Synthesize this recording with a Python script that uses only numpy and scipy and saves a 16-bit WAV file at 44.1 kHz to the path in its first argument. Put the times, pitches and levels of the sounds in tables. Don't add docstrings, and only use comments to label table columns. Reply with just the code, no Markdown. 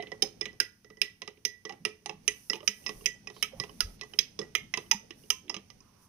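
import sys
import numpy as np
from scipy import signal
from scipy.fft import rfft, irfft
from scipy.io import wavfile

SR = 44100
rng = np.random.default_rng(int(sys.argv[2]) if len(sys.argv) > 2 else 0)


def to_wav(sig):
    pcm = np.clip(np.atleast_2d(sig), -1, 1) * 32767
    pcm = np.round(pcm).astype(np.int16)
    wavfile.write(sys.argv[1], SR, pcm.T)


def convert_level_to_amplitude(level_db):
    exponent = np.asarray(level_db, float) / 20
    return 10 ** exponent


N = 268128


def clicks(s, gains):
    out = np.full(N, 1e-18)
    np.add.at(out, np.round(np.asarray(s) * SR).astype(int), gains)
    return out


def ring(x, hz, t60):
    r = convert_level_to_amplitude(-60 / (t60 * SR))
    w = 2 * np.pi * hz / SR
    return signal.lfilter([0, np.sin(w)], [1, -2 * r * np.cos(w), r * r], x)


def resonances(x, table):
    out = 0
    for k, (hz, width_hz, db) in enumerate(table):
        r = np.exp(-np.pi * width_hz / SR)
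        poles = [1, -2 * r * np.cos(2 * np.pi * hz / SR), r * r]
        peak = signal.lfilter([(1 - r * r) / 2, 0, (r * r - 1) / 2], poles, x)
        out = out + (-1) ** k * convert_level_to_amplitude(db) * peak
    return out


def swell(x, rise_s):
    r = np.exp(-1 / (rise_s * SR))
    return signal.lfilter([(1 - r) ** 2], [1, -2 * r, r * r], x)


def scuff(s, db, tick_db, fast_s, slow_s, slow_db):
    hit = swell(clicks(s, convert_level_to_amplitude(db)), 0.00027)
    fast, slow = [signal.lfilter([1], [1, -np.exp(-1 / (tau * SR))], hit) for tau in (fast_s, slow_s)]
    noise = (fast + convert_level_to_amplitude(slow_db) * slow) * rng.standard_normal(N)
    return noise + clicks(s + 0.00065, convert_level_to_amplitude(db + tick_db))


def colour(x, points):
    hz, db = np.transpose(points)
    grid = np.maximum(np.arange(2049) * SR / 4096, 1)
    cepstrum = irfft(np.log(convert_level_to_amplitude(np.interp(np.log(grid), np.log(hz), db))))
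    cepstrum[1:2048] *= 2
    cepstrum[2049:] = 0
    return signal.fftconvolve(x, irfft(np.exp(rfft(cepstrum))))[:N]


def wobble(size, rate_hz):
    knots = rng.standard_normal(int(size * 400 / SR) + 2)
    return np.interp(np.arange(size) * np.clip(rate_hz, 10, 400) / SR, np.arange(len(knots)), knots)


def struck(notes, rise_s, rough, t):
    sound = 0
    for hz, db, t60 in notes:
        sway = 1 + rough * wobble(len(t), 170) * (1 - np.exp(-t / 0.0013))
        sound = sound + convert_level_to_amplitude(db - 60 * t / t60) * sway * np.sin(2 * np.pi * (hz * t + rng.random()))
    return sound * (1 - np.exp(-t / rise_s))


def burst(s, length, rise_s, fall_s):
    t = np.arange(N) / SR
    rise = 1 + np.exp((s - t).clip(-.3, .3) / rise_s * 4)
    fall = 1 + np.exp((t - s - length).clip(-.3, .3) / fall_s * 4)
    return 1 / rise / fall


def looked_up(table, s, plain):
    out = np.tile(np.array(plain, float), (len(s), 1))
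    for row_s, *values in table:
        out[np.argmin(abs(s - row_s))] = values
    return out


# [t/s, level/dB]
MOVING = [(0.0, -62.5), (0.46, -63), (0.64, -71.5), (1.29, -72.5), (1.44, -71), (2.15, -69.5), (2.3, -58.5),
          (2.52, -73), (2.68, -76.5), (2.83, -59), (3.3, -62.5), (3.73, -59), (4.2, -62), (4.57, -61.5),
          (5.57, -64), (5.96, -65.5), (6.08, -69)]
# [f/Hz, level/dB per Hz]
AIR_LEFT = [(30, -11), (45, 0.5), (70, -5.5), (100, -3), (200, 3), (450, -15), (1100, -26), (1500, -26.5),
            (4000, -24.5), (8000, -33), (9300, -15.5), (11000, -21.5), (15500, -18)]
AIR_RIGHT = [(30, -0.5), (200, -8), (340, -10.5), (425, -2), (520, -4.5), (1100, -19), (1400, -17),
             (2500, -12), (4000, -18.5), (6000, -8), (7400, -31), (9600, -13), (11700, -18.5), (15500, -16)]


def air():
    self_noise_db = -75.5
    moving_db = np.interp(np.arange(N) / SR, *np.transpose(MOVING))
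    shared, left, right = rng.standard_normal((3, N))
    rumble = convert_level_to_amplitude(moving_db + 2.2 * wobble(N, 11))
    slosh = convert_level_to_amplitude(-72.5 + 1.5 * (moving_db + 62.5) + 4 * wobble(N, 25))
    hiss = convert_level_to_amplitude(-71 + 0.68 * (moving_db + 63.5))
    low, mid, high, top = [signal.butter(4, hz, kind, fs=SR, output="sos") for hz, kind in
                           ((330, "low"), ([330, 900], "band"), ([900, 8000], "band"), (8000, "high"))]
    house = colour(shared, AIR_LEFT)
    out = []
    for own, points in ((left, AIR_LEFT), (right, AIR_RIGHT)):
        port = colour(own, points)
        steady = signal.sosfilt(top, port)
        out.append(signal.sosfilt(low, house + port * 0.53) * rumble * convert_level_to_amplitude(20.0)
                   + signal.sosfilt(mid, port) * slosh * convert_level_to_amplitude(26.5)
                   + signal.sosfilt(high, port) * hiss * convert_level_to_amplitude(24.0)
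                   + steady / steady.std() * convert_level_to_amplitude(self_noise_db))
    return np.array(out)


# [f/Hz, level/dB, T60/s]
LEFTOVER = [(708, -27.5, 0.047), (422, -33.5, 0.17), (2020, -41.5, 0.27)]


def earlier_ring():
    return sum(ring(clicks([0], convert_level_to_amplitude(db)), hz, t60) for hz, db, t60 in LEFTOVER)


# [t/s, level/dB, wall ring level/dB, lean from handle to bowl/dB, note f/Hz]
FAR = [(0.222, -18, -52, 19.5, 3110), (.601, -18, -35.5, -34.5, 1590), (1.0155, -18.5, -40.5, 27.5, 2540),
       (1.45, -22, -34.5, 14.5, 1445), (1.8504, -22, -32, 6.5, 1280), (2.278, -17, -29.5, 14.5, 3260),
       (2.676, -17, -44, 12.5, 3000), (3.0582, -17, -30, 25, 2570), (3.4257, -17.5, -39, 13, 2570),
       (3.805, -20.5, -34, -8, 1430), (4.1885, -15.5, -70, 36, 3330), (4.5506, -18, -29, 9, 2130),
       (4.9126, -15, -25.5, 8.5, 2570), (5.3023, -16.5, -46, 7.5, 2860)]
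# [t/s, level/dB, wall ring level/dB, lean/dB, note f/Hz]
NEAR = [(0.0237, -39.5, -40, -18.5, 680), (0.4105, -25.5, -35.5, 9, 2440), (0.845, -52.5, -53, -21, 1380),
        (1.2181, -34.5, -44.5, -5, 1022), (1.6512, -35.5, -36, -6, 3210), (2.0588, -32, -44.5, 2, 783),
        (2.4982, -30, -29, -3, 1343), (2.8629, -28.5, -31, -2, 2630), (3.2719, -35.5, -39.5, 2.5, 2540),
        (3.5988, -29, -30, -1, 4030), (4.0111, -32, -36, 2, 2630), (4.3899, -31.5, -56, -3, 3420),
        (4.7386, -23, -47, 4.5, 2050), (5.106, -38.5, -45.5, 2.5, 2990), (5.4951, -29, -39, -6, 915),
        (5.7012, -43.5, -56.5, -13, 1182)]
# [t/s, level/dB, wall ring level/dB, lean/dB, note f/Hz]
BOUNCES = [(0.0697, -54, -64.5, 10, 3190), (0.1173, -40.5, -30.5, -16.5, 706),
           (0.4553, -32.5, -37, 12, 2260), (0.9007, -54.5, -50.5, -8, 1240),
           (1.276, -36.5, -43.5, -24, 1210), (1.6937, -39, -36, -19, 853), (1.7225, -48, -56, 11, 2680),
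           (2.0938, -34, -52, -1.5, 834), (2.5322, -30, -63, 1, 3010), (2.5542, -40.5, -71, 4.5, 850),
           (2.8919, -33.5, -42.5, -10, 1120), (3.2997, -44.5, -61, -27, 850), (3.6359, -36, -65, -22, 1010),
           (4.4142, -43, -39, -27, 1200), (4.7729, -29, -39.5, -1, 1010), (5.5425, -33, -63, -2, 2880),
           (5.5649, -38.5, -73, 0, 3220)]
# [t/s, level/dB, lean/dB, note f/Hz]
TOUCHES = [(0.529, -55.5, 2, 3330), (0.97, -59, 5, 3070), (1.706, -48.5, 8, 2900), (2.017, -70, -18, 1140),
           (5.585, -59, -3, 2750), (1.3722, -65.5, 14, 2800), (2.605, -42.5, 0, 3040),
           (2.629, -46, -16, 651), (3.0097, -49.5, 1, 2830), (3.3641, -41.5, 1, 3140),
           (3.694, -43.5, -2, 3020), (3.73, -69, 16, 713), (4.033, -39, 0.5, 3000),
           (4.136, -33.5, -3.5, 1376), (4.8621, -54, 23.5, 3030), (5.236, -49.5, 41.5, 2930),
           (5.8038, -54.5, 3, 2570)]
# [t/s, extra level/dB]
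JOLTS = [(.023, 6.5), (.222, 9.5), (1.652, 7), (1.85, 12), (2.499, 9), (2.892, 4.5), (3.599, 7), (4.189, 0),
         (4.39, 16.5), (4.414, 12), (4.551, 3), (4.773, 5), (.455, -3.5), (1.276, -3.5)]
# [t/s, level moved from body to sharp/dB]
EDGES = [(.07, -12), (.222, 1.5), (.455, -4.5), (1.45, 2.5), (1.85, -2), (2.278, -2), (2.499, 7),
         (2.532, -3), (3.426, -4), (3.805, 3), (4.39, 3), (4.551, -3), (4.74, -3.5), (5.106, -6.5),
         (5.302, 1), (5.495, 2.5), (1.219, -4), (.968, 16), (.53, 13.5), (5.805, 19), (1.016, -3),
         (4.033, 9), (1.372, -17), (.025, -5.5)]
BODY_DB, SHARP_DB, TOP_DB = (-1.46, -2.5, 1, -9.5), (1.5, 0.5, -0.5, -14), (-9.5, -16, -18, -31.5)
HANDLE_DB, BOWL_DB = (-2.2, -1, 1.6, 1), (-4, 0, 3, 1.7)
HUM_DB = (-51.5, -46.5, -40.5, -44)
WALL_T60_S, WALL_MUTING_S = (0.27, .25, 0.2, 0.21), (4.14, 7.4, 10, 8.0)
HANDLE_HZ, BOWL_HZ = (1298, 1131, 1200, 1090), (2800, 2770, 2650, 3030)


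def contacts():
    hum_follows, hum_fade_db_per_s = 0.55, 1.78
    touches = [(s, db, db - 23.5, lean_db, hz) for s, db, lean_db, hz in TOUCHES]
    rows = sorted((*row, kind) for kind, table in enumerate((FAR, NEAR, BOUNCES, touches)) for row in table)
    s, db, wall_db, lean_db, hz, kind = np.transpose(rows)
    by_kind = (BODY_DB, SHARP_DB, TOP_DB, HANDLE_DB, BOWL_DB, HUM_DB,
               WALL_T60_S, WALL_MUTING_S, HANDLE_HZ, BOWL_HZ)
    body, sharp, top, handle, bowl, hum, t60, muting_s, handle_hz, bowl_hz = [
        np.array(values)[kind.astype(int)] for values in by_kind]
    handle_db = db + handle - 10 * np.log10(1 + convert_level_to_amplitude(2 * lean_db))
    bowl_db = db + bowl - 10 * np.log10(1 + convert_level_to_amplitude(-2 * lean_db))
    hum_db = hum + hum_follows * (db + 27.5) - hum_fade_db_per_s * s
    for jolt_s, more_db in JOLTS:
        hum_db[np.argmin(abs(s - jolt_s))] += more_db
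    for edge_s, moved_db in EDGES:
        k = np.argmin(abs(s - edge_s))
        body[k] -= moved_db
        sharp[k] += moved_db
    top_db = db + top + 0.18 * (db + 18.0)
    low = hz < 1900
    return (s, db + body, db + sharp, top_db, wall_db, hum_db, handle_db, bowl_db,
            np.where(low, hz, handle_hz), np.where(low, bowl_hz, hz), t60 * np.exp(-s / muting_s))


# [f/Hz, width/Hz, level/dB]
COUNTER = [(120, 34, -5.5), (232, 220, 0.26)]


def counter():
    fridge_hz, fridge_width_hz, fridge_db = 98, 21, -70.5
    drone = resonances(rng.standard_normal(N), [(fridge_hz, fridge_width_hz, 0)])
    rows = contacts()
    s, hum_db = rows[0], rows[5]
    lumps = resonances(scuff(s + 0.0031, hum_db + 10.5, 3, 0.02, 0.064, -14.0), COUNTER)
    return lumps + drone / drone.std() * convert_level_to_amplitude(fridge_db)


# [t/s, level/dB]
GRAZES = [
    (.002, -40),
    (2.84, -56.5),
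    (3.041, -50),
    (3.523, -58),
    (3.993, -59.5),
    (4.503, -75),
    (5.48, -50),
]
# [t/s, 4 kHz shoulder level/dB, lean from 5 to 6 kHz/dB, 9 kHz rim level/dB, top level/dB]
PLACES = [(.222, 5, -3, 2.5, 3), (.411, -5.5, -2.5, -3.5, -11), (.455, -3, 2.5, -2, -0.5),
          (.601, 0, -1.5, 0, 0.5), (1.016, 1, -5.5, 3, -1.5), (1.219, 3, 1.5, 1.5, -9),
          (1.276, 0, -3, 6, -7), (1.45, 6.5, 0.5, -4, 5.5), (1.651, 4, -0.5, 0, -4.5),
          (1.85, -1, -3.5, 1, -6), (2.058, 6, 10, 7.5, -16), (2.278, -5, 3, 2, -10),
          (2.498, 11, -10.5, 8.5, 4.5), (2.532, 2.5, 1, -0.5, -5.5), (2.676, -1.5, 2, -4.5, -1),
          (2.863, 4, -7, -9.5, -7.5), (3.058, -11, 6, -1, 2), (3.272, -1, -3.5, -1.5, -6),
          (3.426, -4, -3.5, 2, 1.5), (3.599, 6.5, -9.5, 8, -10), (3.805, 8, -3.5, 2, 6),
          (4.012, 6.5, -4, -4, -8), (4.189, 5, -0.5, -9, -1), (4.39, 7.5, -1.5, 1, -17),
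          (4.551, -6, -2, -6, 1.5), (4.739, -1.5, -1, -1.5, -13), (4.773, 1, 4, 7.5, 1),
          (4.913, -2, 2.5, -6.5, -0.5), (5.302, -4, 4, 1, 3), (5.495, -7, -1, 3, -2), (5.543, 5, 3, -1, -2)]
# [f/Hz, width/Hz, level/dB]
DULL = [(725, 270, -1.4), (1196, 200, -1.3)]
BODY = [(2108, 630, -2), (2540, 576, 2.5), (3024, 490, 2), (4080, 490, -6)]
SHARP = [(5131, 274, -1), (5285, 630, -7), (6124, 111, -7)]
TOP = [(7380, 100, -12), (9450, 300, 8), (9900, 1300, -9.5), (11690, 1000, -5), (14600, 2300, -19)]
# [f/Hz, width/Hz, level/dB]
SPLASH = [(8600, 2500, -3.5), (13500, 6000, -3)]


def crack():
    s, body_db, sharp_db, top_db, _, _, handle_db, _, handle_hz, _, _ = contacts()
    graze_s, graze_db = np.transpose(GRAZES)
    latest = np.maximum(np.searchsorted(s, np.arange(N) / SR + .001) - 1, 0)
    shoulder, lean, rim, high = convert_level_to_amplitude(looked_up(PLACES, s, (0, 0, 0, 0))[latest].T)
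    deep_db = handle_db - np.maximum(handle_hz - 950, 0) / 30
    dull = scuff(s, deep_db + 8.5, 18.2, 0.0051, 0.02, -7.5)
    body = scuff(s, body_db + 9, 18.0, 0.0038, 0.024, -15)
    body = body + scuff(graze_s, graze_db + 14.0, 3.4, 0.00098, 0.0086, -2.5)
    sharp = scuff(s, sharp_db + 20.5, 20.17, 0.0034, 0.0065, -17.5)
    top = scuff(s, top_db + 15, 10.0, 0.0018, 0.0069, -25.5)
    splash = scuff(s, top_db - 11.5, -9, 0.005, 0.017, -6)
    return (resonances(splash * high, SPLASH) + resonances(dull, DULL)
            + resonances(body, BODY[:3]) - resonances(body * shoulder, BODY[3:])
            + resonances(sharp / np.sqrt(lean), SHARP[:2]) + resonances(sharp * np.sqrt(lean), SHARP[2:])
            + resonances(top * rim, TOP[:3]) - resonances(top * high, TOP[3:]))


def spoon():
    out, t = np.zeros(N + 5000), np.arange(5000) / SR
    for s, *_, handle_db, bowl_db, handle_hz, bowl_hz, _ in np.transpose(contacts()):
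        notes = [(handle_hz, handle_db, .035),
                 (bowl_hz, bowl_db + 1.0, .035),
                 (bowl_hz * rng.uniform(0.95, .99), bowl_db + 0.1, .035)]
        out[round(s * SR):][:len(t)] += struck(notes, 0.00042, 0.84, t)
    return out[:N]


# [f/Hz, level/dB, T60/s]
GLASS = [(5040, -18, 0.03), (5700, -34, 0.061), (5300, -24.5, 0.051), (6120, -33, 0.23), (6010, -16, 0.08),
         (6310, -24, 0.048)]
# [f/Hz, level/dB, share of the knock's ring time]
WALL = [(1955, -3, 0.99), (1984, -6.5, 0.95)]
# [f/Hz, level/dB, T60/s]
HUM = [(421.9, 4.5, 0.14), (431.2, -14.5, 0.3), (346.6, 1.5, 0.065), (529, -4.5, 0.069), (195.4, -7, 0.1)]
# [t/s, ring time factor, second note extra level/dB, time until milk or hand stops it/s]
RINGS = [(.025, 0.67, 2, 0.068), (.118, 0.31, 0, 0.049), (.411, 0.88, 1.5, .1), (.455, 1.1, 0, 0.081),
         (.601, 1.2, 3.5, 0.08), (.9, 1.5, -7, 0.04), (1.016, 2.9, -1, 0.085), (1.219, 0.97, 4.5, 0.043),
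         (1.276, 0.54, 6, .045), (1.45, 1.8, -21, 0.165), (5.106, 0.7, 4, .03), (1.651, 1.3, -9, 0.038),
         (1.694, 0.54, 1, 0.025), (1.85, 0.65, 6.5, 0.043), (2.278, 0.78, 0.5, .12),
         (2.676, 2.8, -1.5, 0.21), (2.863, 1.1, -12, .058), (3.058, 2, -10, 0.14), (2.892, 1.6, -9, 0.017),
         (3.599, 1, -1, 0.057), (4.414, 1.3, -9.5, 0.052), (3.272, 1.05, -4, 0.045), (4.551, 0.66, -1, .05)]


def jar():
    out, t = np.zeros(N + 9000), np.arange(9000) / SR
    rows = np.transpose(contacts())
    all_s = rows[:, 0]
    leans = looked_up(PLACES, all_s, (0, 0, 0, 0))[:, 1]
    rings = looked_up(RINGS, all_s, (1, 0, .15))
    next_s = [*all_s[1:], N / SR]
    for row, after, lean_db, (longer, second_db, free_s) in zip(rows, next_s, leans, rings):
        s, _, sharp_db, _, wall_db, hum_db, *_, wall_t60 = row
        glass = [(hz, db + lean_db / 2 * np.sign(hz - 5700), t60) for hz, db, t60 in GLASS]
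        wall = [WALL[0], np.add(WALL[1], (0, second_db, 0))]
        parts = (   # notes, dB, rise s, random detuning, roughness, ring time factor, random dB
            (glass, sharp_db + 4.5, .0004, .008, .6, 1, 1.8),
            (wall, wall_db + 2.0, .004, .003, .25, wall_t60 * longer, .4),
            (HUM, hum_db + 8.0, .004, .008, .35, 1, 1.2))
        sounds = []
        for modes, db, rise_s, detune, rough, held, spread_db in parts:
            notes = [(hz * (1 + detune * rng.standard_normal()),
                      db + mode_db + spread_db * rng.standard_normal(),
                      t60 * held) for hz, mode_db, t60 in modes]
            sounds.append(struck(notes, rise_s, rough, t))
        sounds[1] = sounds[1] * np.exp(-np.maximum(t - free_s, 0) / .012)
        damping = np.exp(-np.maximum(t + s - after, 0) / 0.03)
        out[round(s * SR):][:len(t)] += sum(sounds) * damping
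    return out[:N]


# [f/Hz, T60/s]
KITCHEN_T60_S = [(300, 0.32), (1200, 0.35), (3000, 0.23), (7000, 0.23), (14000, 0.088)]


def kitchen(x):
    t, tail = np.arange(SR // 3) / SR, 0
    for hz, t60 in KITCHEN_T60_S:
        band = signal.butter(1, [hz / 1.6, min(hz * 1.6, 20000)], "band", fs=SR, output="sos")
        tail = tail + signal.sosfilt(band, rng.standard_normal((2, len(t)))) * convert_level_to_amplitude(-60 * t / t60)
    tail = tail * (1 - np.exp(-(t / 0.00065) ** 2))
    return signal.fftconvolve(x[None], tail / 15, axes=1)[:, :N]


# [t/s, f/Hz, level/dB, T60/s]
LINGERING = [(.1175, 538, -42.5, 0.12), (.222, 533, -32.5, 0.13), (.601, 1440, -44.5, 0.28),
             (.601, 2735, -38, 0.098), (.972, 1970, -53.5, 0.42), (1.0155, 2400, -24, 0.064),
             (.4105, 3480, -39.5, .06), (.222, 5140, -29.5, 0.17), (1.694, 790, -42.5, .2),
             (1.85, 1295, -45, 0.18), (1.85, 2400, -39.5, 0.21), (2.278, 2110, -32.5, 0.067),
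             (2.278, 2420, -31, .08), (2.278, 422.8, -38, 0.16), (2.532, 895, -44, 0.14),
             (2.532, 2476, -37.5, 0.11), (2.629, 600, -38.5, 0.052), (2.676, 6013, -17.5, .08),
             (2.863, 5140, -30.5, 0.12), (2.863, 2503, -30.5, 0.07), (2.863, 6010, -37.5, 0.16),
             (3.058, 2090, -27.5, .07), (3.058, 2299, -29, 0.08), (3.4257, 1283, -29.5, 0.086),
             (3.4257, 2314, -27.5, 0.097), (3.4257, 6175, -27, 0.056), (3.805, 1670, -34, 0.097),
             (3.805, 1293, -41.5, 0.22), (3.805, 2710, -34, 0.1), (4.1885, 3880, -26.5, 0.046),
             (4.1885, 1943, -41, 0.16), (4.5505, 2390, -27.5, 0.1), (4.5505, 2630, -30, 0.054),
             (4.5505, 2146, -37.5, 0.27), (4.7387, 1040, -33.5, 0.053), (4.7387, 1976, -36, .15),
             (4.9126, 2514, -33, 0.16), (4.9126, 3310, -27.5, .06), (4.9126, 885, -41.5, 0.19),
             (5.106, 338, -42, 0.075), (5.3023, 5087, -16.5, 0.037), (4.1885, 5080, -15, 0.041),
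             (5.3023, 1038, -48.5, 0.29), (5.3023, 2730, -40, 0.19), (5.3023, 1930, -33.5, .07),
             (5.495, 5400, -26, 0.055), (5.495, 3240, -38, .06)]


def lingering():
    out, t, contact_s = np.zeros(N + 9000), np.arange(9000) / SR, contacts()[0]
    for s, hz, db, t60 in LINGERING:
        start = contact_s[np.argmin(abs(contact_s - s))]
        out[round(start * SR):][:len(t)] += struck([(hz, db, t60)], .0012, .6, t)
    return out[:N]


# [t/s, f/Hz, level/dB re strength]
OVERTONES = [(0.2212, 3710, 1), (0.6, 2770, -5.5), (1.0161, 2626, 5.5), (1.4502, 2950, -17),
             (1.8497, 2410, -16), (2.2784, 3200, -4), (2.6762, 2190, -7.5), (3.0579, 2820, 5),
             (3.4266, 3040, 5), (3.8057, 3000, -1), (4.1872, 2480, -7.5), (4.5509, 2500, 4.5),
             (4.7389, 2630, -3.5), (4.9114, 2970, -10), (5.3027, 3040, 1.5)]


def overtones():
    out, t, t60_s = np.zeros(N), np.arange(2000) / SR, .024
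    knocks = np.array(FAR + NEAR)
    for s, hz, db in OVERTONES:
        knock_db = knocks[np.argmin(abs(knocks[:, 0] - s)), 1]
        out[round(s * SR):][:len(t)] += struck([(hz, knock_db + db, t60_s)], 0.00068, 0.95, t)
    return out


# [t/s, level/dB, f/Hz]
PLOPS = [
    (.226, -39.5, 774),
    (1.70, -34, 811),
    (2.065, -40, 807),
    (2.10, -37, 826),
    (2.56, -45.5, 867),
    (3.525, -39.5, 533),
    (4.918, -26.5, 890),
]


def plops():
    out, t = np.zeros(N), np.arange(8000) / SR
    rise_per_s, t60_s = 0.44, 0.11
    for s, db, hz in PLOPS:
        gliding_hz = hz * (1 + rise_per_s * t / 2)
        out[round(s * SR):][:len(t)] += struck([(gliding_hz, db, t60_s)], 0.0033, 0.99, t)
    return out


# [start t/s, length/s, level/dB, f/Hz]
RUBS = [
    (1.8, 0.082, -56, 170),
    (2.06, 0.147, -58.5, 163),
    (3.34, 0.093, -59.5, 4140),
    (3.54, 0.08, -46.5, 117),
    (3.517, 0.078, -59, 730),
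    (5.5, 0.053, -49.5, 335),
    (5.43, 0.18, -55, 310),
    (5.81, 0.4, -69.5, 1050),
]


def rubs():
    edge_s, width = 0.0059, 0.31
    out, noise = 0, rng.standard_normal(N)
    for s, length, db, hz in RUBS:
        band = resonances(noise, [(hz, width * hz, 0)])
        band = resonances(band, [(hz, 2 * width * hz, 0)])
        left_db = -9 * min(hz / 400, 1)
        out = out + convert_level_to_amplitude([[db + left_db], [db]]) * band / band.std() * burst(s, length, edge_s, edge_s)
    return out


# [start t/s, length/s, level/dB]
RUSTLES = [
    (2.27, .31, -67),
    (2.64, 0.42, -66),
    (3.33, 0.12, -72),
    (3.563, 0.4, -69.5),
    (4.06, 0.14, -72.5),
    (4.73, 0.18, -73.5),
    (5.17, 0.17, -70),
    (6.007, 0.06, -72),
]
# [f/Hz, level/dB per Hz]
RUSTLE = [(900, -8), (1900, -14), (3900, -13), (6000, 1.5), (7300, -16), (9700, 0), (15500, -10.5)]
# [f/Hz, level/dB]
RUSTLE_LEFT = [(1300, -14.5), (4400, -20), (8100, -4), (12000, -3), (15000, -0.5)]


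def rustles():
    rise_s, fall_s = 0.07, .025
    shape = sum(convert_level_to_amplitude(db) * burst(s, length, rise_s, fall_s) for s, length, db in RUSTLES)
    left, right = [colour(noise, RUSTLE) for noise in rng.standard_normal((2, N))]
    cloth = np.array([colour(left, RUSTLE_LEFT), right]) / right.std()
    return cloth * shape * convert_level_to_amplitude(9.0 + 1.5 * wobble(N, 12))


# [t/s, level/dB, f/Hz, T60/s]
THUMPS = [
    (2.953, -38.5, 40, 0.4),
    (3.569, -40, 37.8, 0.15),
    (3.824, -27, 39.8, 0.34),
    (2.685, -33.5, 201, 0.17),
    (3.839, -26, 81, 0.13),
    (4.772, -36.5, 138, 0.13),
    (4.946, -28.5, 205, 0.15),
    (5.565, -34.5, 196, 0.15),
]


def thumps():
    push_cycles, out = 1.9, 0
    for s, db, hz, t60 in THUMPS:
        push = clicks([s], convert_level_to_amplitude(db - 8.5) * 14 * hz / (push_cycles * SR))
        out = out + ring(ring(push, hz, push_cycles / hz), hz, t60)
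    return out


# [f/Hz, level/dB]
PATH = [(1250, -1), (1490, -6.5), (1750, 1.5), (4000, -2.5), (4500, -2), (4900, 0)]
# [f/Hz, level/dB]
LEFT_PORT = [(150, 3.5), (400, -7), (1200, -12.5), (2500, -17), (4000, -8), (5200, -26.5), (6100, -26),
             (7400, -1.5), (9400, -30.5), (11500, -4), (15000, -9)]


def scene():
    kitchen_db, shaded = -21, 0.44
    plastic = spoon() + plops() + overtones()
    notes = jar() + plastic + earlier_ring()
    small = signal.butter(2, 170, "high", fs=SR, output="sos")
    near, other = signal.sosfilt(small, [colour(crack() + notes, PATH), crack()])
    room = convert_level_to_amplitude(kitchen_db) * kitchen(near - shaded * plastic)
    bed = air() + thumps() + rustles() + counter() + rubs()
    bed = signal.sosfilt(signal.cheby2(14, 60, 15900 + 250, fs=SR, output="sos"), bed)
    near = near + lingering()
    left = colour(0.96 * near + 0.66 * other + convert_level_to_amplitude(9.5) * room[0], LEFT_PORT)
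    left = np.roll(left, 2) - 0.26 * np.roll(left, 14)
    return convert_level_to_amplitude(2.0) * np.array([left, near + room[1]]) + bed


def top_cut(x):
    return signal.sosfilt(signal.butter(12, 16570, fs=SR, output="sos"), x)


def record(dry):
    rounded = 1.3 * np.tanh(dry / 1.3)
    cut = signal.sosfilt(signal.cheby2(10, 50, 16900, fs=SR, output="sos"), rounded)
    return top_cut(cut)


dry = scene()
out = record(dry)
to_wav(out)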